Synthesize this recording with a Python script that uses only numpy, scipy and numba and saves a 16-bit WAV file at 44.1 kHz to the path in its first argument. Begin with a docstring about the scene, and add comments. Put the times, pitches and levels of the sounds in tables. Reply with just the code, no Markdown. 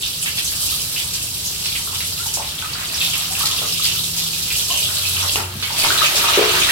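"""Hissing, pattering spray, as water jets past a rod in the blocked outlet of a deep concrete drain chamber.
Fine droplets tick on the floor, bigger drops slap and ring, and air pockets gurgle through the plug.
The plug pops out with a smack; after a short lull the pipe gushes, churning with bubbles and foam.
Heard from the rim, the shaft smears every drop with close echoes, rings at its cross modes
and booms with a low rumble."""
import sys
import numpy as np
from scipy import signal
from scipy.fft import rfft, irfft, next_fast_len
from scipy.io import wavfile
from scipy.ndimage import uniform_filter1d, map_coordinates
from numba import njit

SR = 44100
rng = np.random.default_rng(int(sys.argv[2]) if len(sys.argv) > 2 else 0)


def to_wav(s):
    """Save 16-bit WAV."""
    ch = np.atleast_2d(s).T  # columns
    pcm = np.round(np.clip(ch, -1, 1) * 32767)  # PCM
    wavfile.write(sys.argv[1], SR, pcm.astype(np.int16))


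N = 295911
T = np.arange(N) / SR
TOP_HZ = 16000

# fader of the jet as the rod shifts; it stalls when the plug comes out, then gushes: t/s, level/dB
JET_FADER = [(0, -33), (.45, -30), (.7, -27), (1.27, -32), (1.7, -29.5), (2.36, -32.5), (2.46, -34.5),
             (2.91, -36), (2.96, -29), (3.9, -28), (4.3, -29), (5.37, -27), (5.49, -40), (5.61, -37),
             (5.83, -26.5), (6.18, -27), (6.42, -31), (6.71, -26)]
# how open the leak is, as big drops over fine spray: t/s, relative level/dB
PATTER_BALANCE = [(0, 1.5), (.65, -5), (2.2, -3), (2.75, 3.5), (3.05, 1.5), (3.3, -3), (3.85, 5),
                  (4.1, -4.5), (4.75, 1), (5.4, -2), (5.85, 3), (6.35, 6), (6.71, 3.5)]
# fader of the water churning in the channel: t/s, level/dB
STREAM_FADER = [(0, -46.5), (.75, -42.5), (1.4, -46.5), (2.2, -43.5), (2.75, -37.5), (3.6, -37.5),
                (4.15, -44), (4.65, -42.5), (5.25, -33.5), (5.56, -40.5), (5.78, -32.5), (5.87, -24.5),
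                (6.04, -25.5), (6.13, -28.5), (6.33, -20.5), (6.71, -25)]
# spurts hitting the concrete: t/s, level/dB, centre f/Hz, length/s, pitch scatter (natural log)
SPURT_CUES = [(0.024, -23, 3870, 0.04, 0.12), (0.216, -22.5, 9350, 0.028, 0.11),
              (0.258, -23, 2850, 0.032, 0.16), (0.374, -21.5, 3800, 0.021, 0.17),
              (0.452, -26, 6450, 0.034, 0.1), (0.626, -36, 6500, 0.028, 0.26),
              (.708, -32, 4600, 0.014, 0.3), (.962, -25, 2800, .025, 0.082),
              (.995, -26.5, 3020, 0.021, .08), (1.14, -25, 4800, 0.022, 0.22),
              (1.225, -27, 9000, .02, 0.15), (1.451, -27, 5940, 0.034, .08),
              (1.647, -22.5, 4230, 0.056, 0.16), (1.751, -24.5, 2860, 0.016, 0.14),
              (1.946, -26, 4630, 0.013, 0.33), (2.004, -26.5, 3600, .04, 0.21),
              (2.263, -26, 7500, .025, 0.2), (2.338, -22, 8000, .033, 0.28),
              (2.701, -34, 3740, 0.033, 0.22), (2.814, -45, 4500, 0.015, .3),
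              (3.006, -19, 3500, 0.07, 0.14), (3.135, -22, 2980, .012, .11),
              (3.397, -23.5, 4480, 0.027, .3), (3.455, -18, 5200, 0.022, .2),
              (3.852, -24.5, 3070, 0.063, 0.13), (4.037, -25, 3660, .012, .13),
              (4.175, -24, 4800, 0.045, 0.21), (4.335, -42, 3500, 0.013, .15),
              (4.504, -25.5, 2760, .02, 0.094), (4.568, -27, 8000, 0.032, 0.33),
              (4.702, -23, 2960, 0.015, 0.044), (4.74, -24, 2980, .014, .05),
              (4.77, -24.5, 2960, .018, 0.076), (4.827, -25.5, 2930, 0.016, 0.048),
              (5.066, -26, 4070, 0.017, 0.083), (5.2, -24, 3560, 0.014, 0.099),
              (5.625, -21, 3150, 0.034, 0.24), (5.767, -24.5, 3520, 0.027, 0.26),
              (5.837, -19.5, 2480, .014, 0.31), (6.028, -17, 2620, 0.039, .16),
              (6.156, -17, 7500, 0.027, 0.43), (6.333, -17.5, 3130, 0.028, 0.086),
              (6.552, -21, 4000, 0.037, 0.45), (6.614, -20, 2540, 0.016, .1),
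              (6.69, -19, 1940, .028, 0.097)]
# air pockets breaking through the water: t/s, level/dB, f/Hz, ring/cycles, splashiness (0-1)
GLUG_CUES = [(.722, -39, 1200, 25, 0), (1.874, -36.5, 1205, 14, 0.1), (2.195, -35.5, 1350, 120, 0.4),
             (2.26, -38.5, 857, 33, 0.1), (2.372, -32, 737, 7, 0.6), (2.397, -30.5, 796, 11, 0.6),
             (2.624, -32, 1370, 12, 0.4), (2.643, -33, 1225, 37, 0.2), (3.305, -34.5, 742, 57, 0.1),
             (3.407, -30.5, 1100, 21, 0.3), (3.432, -29, 1265, 37, 0.2), (3.5, -33.5, 1210, 39, 0.5),
             (3.617, -33, 507, 1.3, 0.17), (3.64, -38, 1160, 19, .2), (3.796, -36, 1210, 25, .05),
             (4.699, -29, 1013, 65, 0.9), (4.729, -38, 860, 4.4, 0.9), (4.889, -37, 1390, 16, .1),
             (5.228, -31, 1060, 2.5, .9), (5.554, -33, 200, 8.5, 0.35), (5.703, -31, 920, 27, 0),
             (5.847, -21.5, 940, 4, 0.03), (5.904, -19.5, 1430, 14, 0.04), (6.016, -18, 1214, 30, 0.26),
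             (6.147, -30.5, 576, 11, 0), (6.241, -22, 1180, 9, 0.1), (6.285, -20.5, 1150, 8.3, .7),
             (6.3735, -14.5, 391, 10, 0.1), (6.3911, -19, 425, 4.7, 0), (6.414, -27, 634, 22, 0.25),
             (6.438, -31, 448, 16, 0.6), (6.471, -28, 447, 13, 0.4), (6.537, -28, 935, 27, 0.3)]
# EQ curves of spray, patter, churning bubbles, bursting foam and rumble: f/Hz, level/dB
SPRAY_EQ = [(1000, -23.5), (1900, -58), (3000, -6.5), (4000, -2.5), (5000, -0.5), (6700, -4), (8000, -1.5),
            (9500, -4), (11700, -1.9), (13000, -5.5), (16000, -12.5)]
PATTER_EQ = [(1000, -23), (1950, -24.5), (2600, -2.5), (3300, 2), (4500, 1.5), (6000, -2), (10000, 0)]
BUBBLE_EQ = [(150, 3), (280, -8), (400, -6), (530, -7), (700, 0.5), (880, -2), (1250, 4), (1700, 0),
             (2600, 0.5), (4500, -7)]
FOAM_EQ = [(400, -26), (850, -29), (1220, 1.5), (1700, -8), (2400, 2), (4000, 4.5), (5500, -6), (8000, -11),
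           (15000, -8)]
RUMBLE_EQ = [(20, -13), (37, -26), (48, -13), (60, 0), (78, -0.5), (103, -8), (120, 0.5), (145, -4),
             (170, -8.5), (230, -12.5), (400, -15.5), (900, -25)]
# cross modes between the walls: f/Hz, relative level/dB, t60/s
CROSS_MODES = [(364, -4, 0.95), (426, -3.5, 0.55), (487, -3.5, 0.33), (588, -5.5, 0.91), (672, -11, 1),
               (880, -5.5, 0.52), (933, 0.5, 0.2), (1070, -6, 0.31), (1147, -5, .28), (1269, -8, 0.48),
               (1367, -11, 0.6)]
# modes of the air column: f/Hz, relative level/dB
COLUMN_MODES = [(92, -42.5), (164.8, -45.5)]
# flat-topped swells of the boom: centre t/s, half length/s, boost/dB, mode f/Hz
BOOM_SWELLS = [(2.14, 0.25, 5.5, 92), (3.35, 0.48, 5.5, 164.8), (4.115, 0.35, 9, 164.8),
               (5.273, 0.43, 12, 92)]


def spray(rate=1500, spread_db=7.0, spit_db=11, tint_db=6.0, spots=6):
    """Fine droplets tick on the concrete at several spots, each with its own tint."""
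    out = 0
    for spot in range(spots):
        tint = [(hz, db + tint_db * np.cos(2 * np.pi * (spot / spots + np.log2(hz) / 2)))
                for hz, db in SPRAY_EQ]
        out = out + eq(ticks(rate, spread_db, spit_db, direct_db=-6.5), tint)
    return unit_in_band(out, 5500, 15500)


def patter():
    """Larger drops slap the wet floor and ring for a few cycles."""
    slaps = shower(rate=900, lo_hz=1984, hi_hz=8560, cycles=11.7, spread_db=5.0, clump_db=0.5,
                   rise=0.15, direct_db=-6, spots=5)
    return unit_in_band(eq(slaps, PATTER_EQ), 2300, 5000)


def spurts(count=40, purity=1.74, trail=0.56, slap=1.3, slap_below_hz=4500):
    """A lead drop slaps down, harder in a coarse spurt, and more trail it; a tight pitch rings longer."""
    out = np.zeros((2, N))
    for s, db, hz, length, scatter in SPURT_CUES:
        late, size, pitch = rng.random(count), trail * rng.random(count), rng.standard_normal(count)
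        cycles = np.full(count, purity / scatter)
        late[0], pitch[0], cycles[0] = 0, 0, cycles[0] / 2  # the lead drop
        size[0] = slap / (1 + (hz / slap_below_hz) ** 2)
        drop_hz = np.minimum(hz * np.exp(scatter * pitch), TOP_HZ)
        burst = rings(late * length, drop_hz, cycles, size * (1 - late / 2), 0.1, SR // 3)
        place(out, s, at_rim(burst, direct_db=-1.0), db)
    return out


def surges(depth_db=2.5, rise_s=0.012, fall_s=0.06, split_hz=4080, steepness=2.6):
    """Boosts in dB that ride each spurt: fine spurts swell the spray, coarse ones the patter."""
    out = np.zeros((2, N))
    for s, _, hz, length, _ in SPURT_CUES:
        fine = 1 / (1 + (split_hz / hz) ** steepness)
        swell = np.interp(T, [s - rise_s, s, s + length, s + length + fall_s], [0, 1, 1, 0])
        out = np.maximum(out, np.outer([fine, 1 - fine], swell))
    return depth_db * out


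def glugs(count=12, scatter=0.377, trail_s=.035, rise=0.2):
    """A big bubble rings and rises in pitch as it nears the surface, shedding small ones."""
    out = np.zeros((2, N))
    for s, db, hz, cycles, splashy in GLUG_CUES:
        late, size, pitch = rng.random(count), splashy * rng.random(count), rng.standard_normal(count)
        late[0], size[0], pitch[0] = 0, 1, 0  # the big bubble
        bubble_hz = hz * np.exp(scatter * pitch)
        burst = rings(late * trail_s, bubble_hz, np.full(count, float(cycles)), size, rise, SR)
        burst = band(burst, hz / 1.48, 6 * hz)  # a bubble radiates little below its own pitch
        place(out, s, at_rim(burst, direct_db=-0.5), db)
    return out


def plug_pop(at_s=5.3575, smack_hz=2820., knock_hz=1000., slop_hz=1500, slop_s=0.053, count=90):
    """The plug lets go with a sharp smack and a hollow knock; a slop of water follows it."""
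    out = np.zeros((2, N))
    smack = rings(np.zeros(2), np.array([smack_hz, knock_hz]), cycles=np.array([9., 2.]),
                  size=undb([0, -5]), rise=0., length=SR // 2)
    late, size, pitch = rng.random(count), rng.random(count), rng.standard_normal(count)
    slop = rings(late * slop_s, slop_hz * np.exp(.55 * pitch), cycles=np.full(count, 5.),
                 size=size, rise=0.1, length=SR // 2)
    place(out, at_s, at_rim(smack, direct_db=5), level_db=-21.5)
    place(out, at_s, at_rim(slop, direct_db=-4), level_db=-24.5)
    return out


def churn(foam_db=1):
    """The stream folds air into the channel: bubbles of all sizes under a bursting foam."""
    bubbles = shower(rate=1800, lo_hz=259, hi_hz=3350, cycles=6.4, spread_db=4.0, clump_db=3.0,
                     rise=0.29, direct_db=-3.0, spots=4)
    # treble tilt: small bubbles die sooner but are sharper
    bubbles = eq(signal.lfilter([1, -.96], 1, bubbles), BUBBLE_EQ)
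    foam = sum(ticks(rate=3000, spread_db=2.5, spit_db=9.5, direct_db=-4) for _ in range(2))
    return unit_in_band(unit(bubbles) + undb(foam_db) * unit(eq(foam, FOAM_EQ)), 600, 1900)


def at_rim(x, direct_db, body_t60_s=0.28, treble_t60_s=0.13, modes_db=-46, modes_pan_db=4.0):
    """The shaft carries a sound up in stereo: direct path, dense wall echoes, ringing cross modes."""
    t = T[:int(.6 * SR)]
    noise = rng.standard_normal((2, len(t)))
    body = signal.sosfilt(signal.butter(1, 3000, fs=SR, output="sos"), noise)
    echoes = body * decay(t, body_t60_s) + (noise - body) * decay(t, treble_t60_s)
    mid, side = echoes / np.sqrt(SR * treble_t60_s / np.log(1e6))
    # long waves reach left and right alike
    side = undb(1) * signal.sosfilt(signal.butter(2, 600, "high", fs=SR, output="sos"), side)
    modes = sum(undb(db + modes_db) * np.sin(2 * np.pi * hz * t) * decay(t, t60)
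                for hz, db, t60 in CROSS_MODES)
    response = np.array([mid + side, mid - side]) / np.sqrt(2)
    response += modes / 2 * undb([[modes_pan_db], [-modes_pan_db]])
    # the direct sound lands a few samples apart left and right
    response[[0, 1], rng.integers(0, 18, 2)] += undb(direct_db)
    return signal.fftconvolve(x[None], response, axes=1)[:, :len(x)]


def rumble(rumble_db=-36.5, boom_trim_db=-3, width_hz=3.58, side_db=-24, waver_db=1.9):
    """Low outdoor rumble fills the shaft and swells in two modes of its air column."""
    mid, side = undb(rumble_db + 0.5 * wander(3.9)) * unit(eq(rng.standard_normal((2, N)), RUMBLE_EQ))
    for hz, db in COLUMN_MODES:
        swell_db = sum(boost * np.exp(-((T - s) / half) ** 4)
                       for s, half, boost, mode_hz in BOOM_SWELLS if mode_hz == hz)
        phase = 2 * np.pi * np.cumsum(hz + width_hz / 3 * wander(12)) / SR
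        mid = mid + undb(db + swell_db + boom_trim_db + waver_db * wander(14)) * unit(np.sin(phase))
    return mid + undb(side_db) * np.array([side, -side])


def ticks(rate, spread_db, spit_db, direct_db, spits_per_s=9, spit_s=0.012):
    """Tiny impacts on one spot, rate per second; now and then the water spits and dies back."""
    hits = (rng.random(N) < rate / SR) * rng.choice([-1, 1], N)
    onsets = (rng.random(N) < spits_per_s / SR) * rng.uniform(0.37, 1, N)
    spits = signal.lfilter([1], [1, -np.exp(-1 / (spit_s * SR))], onsets)
    size = undb(-spread_db * np.log(rng.random(N) + 0.015) + spit_db * np.tanh(spits))
    return at_rim(hits * size, direct_db)


def shower(rate, lo_hz, hi_hz, cycles, spread_db, clump_db, rise, direct_db, spots):
    """Ringing drops or bubbles, rate per second over several spots; like pitches swell in clumps."""
    clumps = np.array([wander(22) for _ in range(5)])
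    out = 0
    for _ in range(spots):
        when, pitch, ring, size = rng.random((int(rate / spots * N / SR), 4)).T
        clump = map_coordinates(clumps, [pitch * (len(clumps) - 1), when * (N - 1)], order=1)
        gain = undb(-spread_db * np.log(size + 0.01) + clump_db * clump)
        hz = lo_hz * (hi_hz / lo_hz) ** pitch
        grains = rings(when * N / SR, hz, cycles * (.5 + ring), gain, rise, N)
        out = out + at_rim(grains, direct_db)
    return out


@njit
def rings(start_s, hz, cycles, size, rise, length):
    """One damped sine per drop, bubble or knock, gliding up by the fraction rise over its life."""
    out = np.zeros(length)
    for k in range(len(start_s)):
        first, life, phase = int(start_s[k] * SR), cycles[k] * SR / hz[k], 0.
        for i in range(min(int(life), length - first)):
            age = i / life
            phase += 2 * np.pi * hz[k] * (1 + rise * age) / SR
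            out[first + i] += size[k] * np.sin(phase) * np.exp(-5 * age) * (1 - np.exp(-25 * age))
    return out


def place(out, s, sound, level_db):
    """Mix a stereo sound in at time s, with its loudest 30 ms at level_db."""
    i = int(s * SR)
    power = uniform_filter1d((sound ** 2).mean(axis=0), int(.03 * SR), mode="constant")
    out[:, i:i + sound.shape[1]] += (sound * undb(level_db) / np.sqrt(power.max()))[:, :N - i]


def eq(x, points):
    """Shape the tone with a curve of f/Hz, level/dB points."""
    hz, db = np.transpose(points)
    size = next_fast_len(N + 4096)
    f = np.fft.rfftfreq(size, 1 / SR) + 1
    gain = undb(np.interp(np.log(f), np.log(hz), db))
    return irfft(rfft(x, size) * gain, size)[..., :N]


def band(x, lo_hz, hi_hz, order=2):
    """Band-pass."""
    return signal.sosfilt(signal.butter(order, [lo_hz, hi_hz], "band", fs=SR, output="sos"), x)


def unit_in_band(x, lo_hz, hi_hz):
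    """Scale a stereo layer so its mono mix has rms 1 in the band."""
    return x / band(x.mean(axis=0), lo_hz, hi_hz, order=4).std()


def unit(x):
    """Scale to rms 1."""
    return x / np.sqrt(np.mean(x ** 2))


def wander(rate):
    """Random drift of rms 1, gliding to a new value rate times a second."""
    hold = int(SR / rate)
    steps = np.repeat(rng.standard_normal(N // hold + 1), hold)
    return unit(uniform_filter1d(steps, hold)[:N])


def ride(fader):
    """A fader's level in dB at every sample."""
    return np.interp(T, *np.transpose(fader))


def decay(t, t60):
    """Exponential tail, 60 dB down at t60."""
    return 1000. ** (-t / t60)


def undb(db):
    """Decibels to gain."""
    return 10 ** (np.asarray(db) / 20)


def scene(spray_db=0.33, patter_db=-1.5, churn_db=-3.0, pan_db=0.82, patter_surge=0.97):
    """The jet drives spray and patter and lands a little to the right; the stream churns below it."""
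    fine_swell, coarse_swell = surges()
    fine = undb(spray_db + fine_swell) * spray()
    coarse = undb(patter_db + ride(PATTER_BALANCE) + patter_surge * coarse_swell) * patter()
    jet = undb(ride(JET_FADER)) * (fine + coarse) + spurts()
    stream = undb(ride(STREAM_FADER) + churn_db) * churn()
    return jet * undb([[-pan_db], [pan_db]]) + stream + glugs() + plug_pop() + rumble()


def record(dry):
    """Clip at full scale, then cut the top steeply."""
    return signal.sosfilt(signal.ellip(10, .2, 80, TOP_HZ, fs=SR, output="sos"), np.clip(dry, -1, 1))


dry = scene()
out = record(dry)
to_wav(out)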